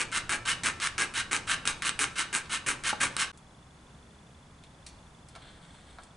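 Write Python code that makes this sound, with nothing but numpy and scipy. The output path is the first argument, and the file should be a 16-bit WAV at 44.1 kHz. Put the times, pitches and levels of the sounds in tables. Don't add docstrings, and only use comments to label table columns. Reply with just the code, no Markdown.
import sys
import numpy as np
from scipy import signal
from scipy.fft import rfft, irfft
from scipy.io import wavfile
from scipy.ndimage import map_coordinates

SR = 44100
rng = np.random.default_rng(int(sys.argv[2]) if len(sys.argv) > 2 else 0)


def to_wav(s):
    ch = np.atleast_2d(s).T
    pcm = np.round(np.clip(ch, -1, 1) * 32767)
    wavfile.write(sys.argv[1], SR, pcm.astype(np.int16))


N = 272052
TIME = np.arange(N) / SR
HZ = np.fft.rfftfreq(N, 1 / SR)
STOP_S = 3.318
TOP_HZ = 11050


def undb(db):
    return 10 ** (np.asarray(db) / 20)


def unit(x):
    return x / np.sqrt(np.mean(x ** 2))


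def contour(points, hz=HZ):
    f, value = np.transpose(points)
    return np.interp(np.log(hz + 1), np.log(f), value)


def colour(x, db):
    return irfft(rfft(x) * undb(db), N)


def hiss(db):
    return unit(colour(rng.standard_normal(N), db))


def walk(rate):
    knots = rng.standard_normal(N // 10)
    return 1.2 * np.interp(TIME * rate, np.arange(len(knots)), knots)


def treble(x, hz):
    return signal.sosfiltfilt(signal.butter(2, hz, "high", fs=SR, output="sos"), x)


def split(x, hz):
    return signal.sosfiltfilt(signal.butter(6, hz, "high", fs=SR, output="sos"), x)


def ring(x, response):
    return signal.fftconvolve(x, response)[:N]


def blows(times, sizes):
    samples = (np.asarray(times) * SR).astype(int).clip(0, N - 1)
    return np.bincount(samples, sizes, N)


# frequency in Hz, time to fall 60 dB in seconds.
ROOM_DECAY = [(200, 0.48), (1500, 0.43), (4000, 0.41), (9000, 0.5)]
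# frequency in Hz, level in dB.
ROOM_TONE = [(100, 1.5), (500, 11.5), (1300, 2.5), (2500, 1.5), (4500, 1.5), (9000, -9)]


def reflections(near_db, near_s, far_db, build_s=0.004):
    near = unit(rng.standard_normal(N) * np.exp(-TIME / near_s) * (TIME > .001))
    spectrum = rfft(rng.standard_normal(N))
    f, t60 = np.transpose(ROOM_DECAY)
    far = 0
    for share, decay in zip(np.eye(len(f)), t60):
        band_gain = contour(np.c_[f, share]) * undb(contour(ROOM_TONE))
        far = far + irfft(spectrum * band_gain, N) * undb(-60 * TIME / decay)
    far = unit(far * (1 - np.exp(-TIME / build_s)))
    return (undb(near_db) * near + undb(far_db) * far)[:SR] / np.sqrt(N)


def in_room(x, to_mid, to_side):
    mid = x + ring(x, to_mid)
    side = ring(x, to_side)
    return np.array([mid + side, mid - side])


# frequency in Hz, width in Hz before a lower limit, lift in dB.
SAW_RESONANCES = [(855, 140, 3.5), (965, 28, 5), (1150, 97, 8.5), (1324, 83, 8.5), (1440, 66, 6.5),
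                  (1592, 27, 3.5), (1572, 84, 5.5), (1640, 38, 3.5), (1790, 80, 4), (2088, 19, 5),
                  (2170, 19, 4.5), (2295, 43, 6.5), (2440, 25, 6), (2890, 30, 0.5), (2850, 45, -0.5),
                  (3230, 32, 0.5), (3844, 170, 5), (4330, 45, 5), (5362, 31, 8.5), (6080, 190, 5),
                  (6400, 110, 5), (6750, 70, 6), (7750, 24, 4), (7770, 50, -2.5), (7800, 150, 4),
                  (7960, 120, -0.5), (9100, 70, -3.5), (9420, 77, 7)]


def saw_body(points, size=4096):
    db = contour(points)
    for f, width, lift in SAW_RESONANCES:
        ring_width = max(width, 30 + f / 150)
        db = db + lift / (1 + (2 * (HZ - f) / ring_width) ** 2)
    db = db - 40 * np.clip(HZ / TOP_HZ - 1, 0, 1)
    cepstrum = irfft(db * np.log(10) / 20, N)
    forward = (TIME > 0) * (TIME < TIME[-1] / 2)
    response = irfft(np.exp(rfft(2 * cepstrum * forward)), N)[:size]
    return response / np.linalg.norm(response)


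# frequency in Hz, level in dB.
AIR_TONE = [(25, -7), (45, -3), (68, 3), (95, -4), (160, 0), (230, -6), (350, -12), (600, -14), (950, -13),
            (1500, -18.5), (2200, -23), (4500, -28.5), (9000, -29.5), (11000, -34)]
# frequency in Hz, side relative to mid in dB.
AIR_WIDTH = [(40, -28), (120, -34), (300, -12.5), (800, -7.5), (3000, -3), (10000, -9)]


def room_air(level_db=-54, bass_swell_db=3):
    mid = hiss(contour(AIR_TONE))
    deep = mid - treble(mid, 57)
    swell = undb(bass_swell_db * np.clip(TIME - 4.5, -.5, 1))
    mid = mid + (swell - 1) * deep
    side = colour(hiss(contour(AIR_TONE)), contour(AIR_WIDTH))
    return undb(level_db + .5 * walk(4.4)) * np.array([mid + side, mid - side])


def faint_whirr(hz=3460, db=-58, pulse_s=0.0035, weak_db=-3, whine_hz=6500, whine_db=-82):
    age = (TIME - .010) % .08
    strong = np.exp(-((age - .02) / pulse_s) ** 2)
    weak = undb(weak_db) * np.exp(-((age - .06) / pulse_s) ** 2)
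    chirp = np.sin(2 * np.pi * np.cumsum(hz + 35 * walk(600)) / SR)
    whine = np.sin(2 * np.pi * whine_hz * TIME)
    return undb(db) * (strong + weak) * chirp + undb(whine_db) * whine


# time in seconds, level in dB, gain above 5.2 kHz in dB.
SLIDE_COURSE = [(5.28, -79, -4), (5.37, -60, -6), (5.48, -60, -1), (5.6, -63, 0), (5.72, -62, 6),
                (5.9, -64, 2.5), (6.05, -69, 7), (6.17, -77, 0)]
# frequency in Hz, level in dB.
SLIDE_TONE = [(300, -2), (700, -4), (1200, -4), (1600, 4.5), (1850, -2), (2250, -2), (2650, -8), (3400, 4),
              (3900, -2.5), (4400, -2.5), (5200, -15), (7200, -17), (7800, -6), (8400, -11), (9000, -7),
              (10500, -28)]


def sliding(rough_db=2, grain_db=3):
    s, *columns = np.transpose(SLIDE_COURSE)
    db, bright_db = (np.interp(TIME, s, column) for column in columns)
    grains = rng.standard_normal(N) * undb(grain_db * walk(500))
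    rub = unit(colour(grains, contour(SLIDE_TONE)))
    rub = rub + (undb(bright_db) - 1) * split(rub, 5200)
    return undb(db + rough_db * walk(50)) * rub


# start in seconds, level in dB before the tone gains,
# gain below 1.9 kHz in dB, gain above 4.8 kHz in dB.
TOUCHES = [(2.458, -29, -12, -14), (3.375, -43, -1, 9), (4.6382, -33.5, -16, -6), (4.8645, -29, -17, 1.5),
           (4.867, -28.5, -22, 2), (4.888, -38, -23, 7), (5.2866, -40.5, -13, 8.5),
           (5.3526, -31.5, -2.5, -4), (5.3605, -31.5, 4.5, -5), (5.455, -50, 11, -12),
           (5.9862, -38, 11.5, -12), (5.994, -55, 10, -10), (6.0350, -39.5, -17, 6.5)]
# frequency in Hz, level in dB.
TAP_TONE = [(150, -14), (600, 11), (1500, 8), (2400, 5.5), (4500, 9.5), (6000, 0), (9000, 6.5),
            (11000, -4.5)]


def handling(scuff_db=-20, scuff_s=0.0066):
    out = np.zeros(N + SR)
    response = saw_body(TAP_TONE)
    response = response / np.abs(response).max()
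    t = TIME[:len(response)]
    for s, db, body_db, bright_db in TOUCHES:
        scuff = rng.standard_normal(len(t)) * np.exp(-t / scuff_s)
        touch = (t == 0) + undb(scuff_db) * scuff
        tap = np.pad(signal.fftconvolve(touch, response), (len(t), 0))
        tap = tap + (undb(body_db) - 1) * (tap - split(tap, 1900))
        tap = tap + (undb(bright_db) - 1) * split(tap, 4800)
        first = int(s * SR) - len(t)
        out[first:first + len(tap)] += undb(db) * tap
    return out[:N]


def bench_rumble(db=-50, ease_db=3):
    drone = hiss(contour([(25, -1.5), (45, -2), (70, -6), (110, 1), (200, -5.5), (400, -12),
                          (1000, -16.5), (4000, -47)]))
    return undb(db - ease_db * TIME / STOP_S + 2 * walk(9.1)) * drone


# time in seconds, level in dB before the knock gain, contact time in seconds.
CLAMP_KNOCKS = [(0.634, -33, .0015), (2.9302, -18.5, .00014), (2.9337, -23, .0006), (3.058, -23, .0021)]
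# frequency in Hz, level in dB, time to fall 60 dB in seconds.
BENCH_RESONANCES = [(140, -15, 0.066), (234.25, -10, .045), (345, -11, 0.023), (490, -10, 0.022),
                    (700, -15, 0.031), (845, 1, 0.03), (1150, -6, 0.03), (1330, -5, .035), (2020, -7, .015),
                    (3880, -9, .024)]


def knocks(gain_db=2, clatter_db=-9):
    t = TIME[:SR // 4]
    response = np.zeros(len(t))
    for f, db, t60 in BENCH_RESONANCES:
        response += undb(db) * np.sin(2 * np.pi * f * t) * undb(-60 * t / t60)
    clatter = hiss(contour([(100, -3), (250, 0), (560, -9), (850, 2), (1300, 0), (2500, -9),
                            (4000, -7), (10000, -17)]))[:len(t)]
    response = response + undb(clatter_db) * clatter * np.exp(-t / .005)
    push = np.zeros(N)
    for s, db, contact in CLAMP_KNOCKS:
        shape = np.exp(-(np.pi * (TIME - s) / contact) ** 2)
        push += undb(db + gain_db) * shape / shape.sum()
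    return ring(treble(push, 87), response / np.abs(response).max())


# start in seconds, stroke level in dB, catch of the teeth at the turn in dB before the snag gain.
SAW_STROKES = [(-0.03, -28.5, -22), (0.117, -29.5, -25.5), (0.294, -27.5, -16), (0.453, -27, -28),
               (0.635, -27, -18), (0.8008, -30, -17), (0.9808, -27, -10.5), (1.139, -29.5, -23.5),
               (1.312, -28.5, -17), (1.471, -28, -32), (1.6541, -31.5, -16.5), (1.822, -29.5, -14.5),
               (1.9913, -27, -9.5), (2.156, -30, -36), (2.3284, -31, -19), (2.496, -30, -29),
               (2.663, -28.5, -28), (2.8375, -28.5, -18), (3.0027, -26.5, -24), (3.1664, -28.5, -10)]
# time in seconds, level in dB before the snag gain.
HARD_SNAGS = [(0.0157, -9), (0.1747, -11), (0.6608, -10.5), (0.6697, -11), (0.8722, -12), (1.0199, -9.5),
              (1.3304, -7), (1.365, -12.5), (1.6753, -3.5), (1.8678, -16), (1.8929, -8), (2.0344, -10.5),
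              (2.1945, -12.5), (2.3502, -8.5), (2.6873, -9.5), (3.035, -9)]


def catches(count=2, delay_s=.04, spread_s=.014, over_db=8.5, scatter_db=2.5):
    start, stroke_db, turn_db = np.transpose(SAW_STROKES)
    pushes = blows(start, undb(turn_db))
    for _ in range(count):
        when, strength = rng.standard_normal((len(start), 2)).clip(-2, 2).T
        snag_db = stroke_db + over_db + scatter_db * strength
        pushes += blows(start + delay_s + spread_s * when, undb(snag_db))
    s, db = np.transpose(HARD_SNAGS)
    return pushes + blows(s, undb(db))


# frequency in Hz, cutting level in dB, return level in dB.
BITE_TONE = np.array([(60, -26.5, -35), (218, -1.5, -13.5), (375, -5, -18), (667, -12.5, -18.5),
                      (1084, -4, -7), (1740, 0.5, -1.5), (2350, 1, -5), (2920, 0, 1.5), (3370, -5.5, -4.5),
                      (5300, -9.5, -12), (7300, -7, -11.5), (8900, -2.5, -8), (10130, -11, -13),
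                      (11470, -20.5, -33.5)])


def snags(gain_db=-2, bright_db=3, splinter_db=-12, splinter_s=0.00089):
    cracks = undb(gain_db) * catches()
    splinters = ring(cracks, np.exp(-TIME[:SR // 50] / splinter_s)) * rng.standard_normal(N)
    response = saw_body([(f, db - 7 / (1 + (f / 600) ** 2)) for f, db, _ in BITE_TONE])
    response = response + (undb(bright_db) - 1) * treble(response, 5500)
    return ring(cracks + undb(splinter_db) * splinters, response / np.abs(response).max())


def teeth(speed, tooth_hz, jitter=.25, scatter_db=4, grit_db=-1, grit_scatter_db=4):
    phase = np.cumsum(tooth_hz * np.sqrt(speed) * np.exp(jitter * walk(200))) / SR
    size = undb(scatter_db * np.minimum(rng.standard_normal(N), 1.3))
    chips = np.diff(np.floor(phase), prepend=0) * size
    chips = chips / np.sqrt(np.average(chips ** 2, weights=speed))
    roughness = undb(grit_scatter_db * np.minimum(walk(1500), 2))
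    grit = rng.standard_normal(N) * roughness * np.exp(-1.2 * (phase % 1))
    return (chips + undb(grit_db) * unit(grit)) / np.hypot(1, undb(grit_db))


def blade_echo(x, travel, near_s=0.000377, span_s=0.001116, share=0.24, sway=0.13):
    delay = near_s + span_s * np.clip(travel + sway * walk(7), 0, 1.5)
    echo = map_coordinates(x, [(TIME - delay) * SR], order=3)
    return (x + share * echo) / np.hypot(1, share)


def sawing(strokes, bite, treble_db, rise_s, half_s, direction, tooth_hz, gain_db, speed_bright_db,
           grip_s, grab, grab_s):
    speed, force, travel = np.zeros((3, N))
    for start, db, _ in strokes:
        age = np.maximum(TIME - start, 0)
        grip = 1 - np.exp(-age / grip_s)
        bell = grip * np.exp(-((age - rise_s) / half_s) ** 2)
        speed += bell
        force += undb(db) * (bell + grab * grip * np.exp(-age / grab_s))
        travel = np.where(age > 0, np.cumsum(bell) / bell.sum(), travel)
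    chipping = teeth(speed, tooth_hz) * force
    drive = blade_echo(chipping, .5 + direction * (travel - .5))
    bright_db = treble_db * speed + speed_bright_db * (speed - 0.35)
    drive = drive + (undb(bright_db) - 1) * treble(drive, 6200)
    return undb(gain_db) * ring(drive, saw_body(bite))


def return_strokes():
    return sawing(SAW_STROKES[1::2], BITE_TONE[:, ::2], treble_db=-1.6, rise_s=.046, half_s=.037,
                  direction=-1.0, tooth_hz=617.5, gain_db=0.24, speed_bright_db=8.0,
                  grip_s=.003, grab=0.71, grab_s=0.0069)


# time in seconds, gain above 6.2 kHz at full speed in dB, before the speed brightening.
DEEPENING_TREBLE = [(0, -1.5), (.4, -3), (1.05, -4), (1.7, 1), (2.4, 3.5), (3.05, -0.5)]


def cutting_strokes():
    treble_db = np.interp(TIME, *np.transpose(DEEPENING_TREBLE))
    return sawing(SAW_STROKES[::2], BITE_TONE[:, :2], treble_db, rise_s=.029, half_s=.040,
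                  direction=0.96, tooth_hz=482.0, gain_db=0, speed_bright_db=4.0,
                  grip_s=.0005, grab=0.44, grab_s=0.0026)


def scene():
    saw = 0
    for x in (cutting_strokes(), return_strokes(), snags()):
        to_mid = reflections(near_db=-10.5, near_s=0.017, far_db=-12.5)
        to_side = reflections(near_db=-15.0, near_s=0.01, far_db=-20)
        saw = saw + in_room(x, to_mid, to_side)
    saw = saw + in_room(knocks(), reflections(near_db=-15, near_s=.005, far_db=-19),
                        reflections(near_db=-10, near_s=.005, far_db=-23))
    hands = in_room(handling() + sliding(), reflections(near_db=-5.5, near_s=0.014, far_db=-9),
                    reflections(near_db=-11, near_s=0.0087, far_db=-19))
    pan_db = -0.1
    saw = saw * undb(np.array([[pan_db], [-pan_db]]) / 2)
    working = TIME < STOP_S
    dip = np.interp(TIME - STOP_S, [-.003, 0, .008, .016], [1, .03, .03, 1])
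    return dip * (working * (saw + bench_rumble()) + hands + faint_whirr() + room_air())


def record(dry):
    ceiling = .45
    low_pass = signal.ellip(10, .2, 70, TOP_HZ, fs=SR, output="sos")
    return signal.sosfilt(low_pass, ceiling * np.tanh(dry / ceiling))


dry = scene()
out = record(dry)
to_wav(out)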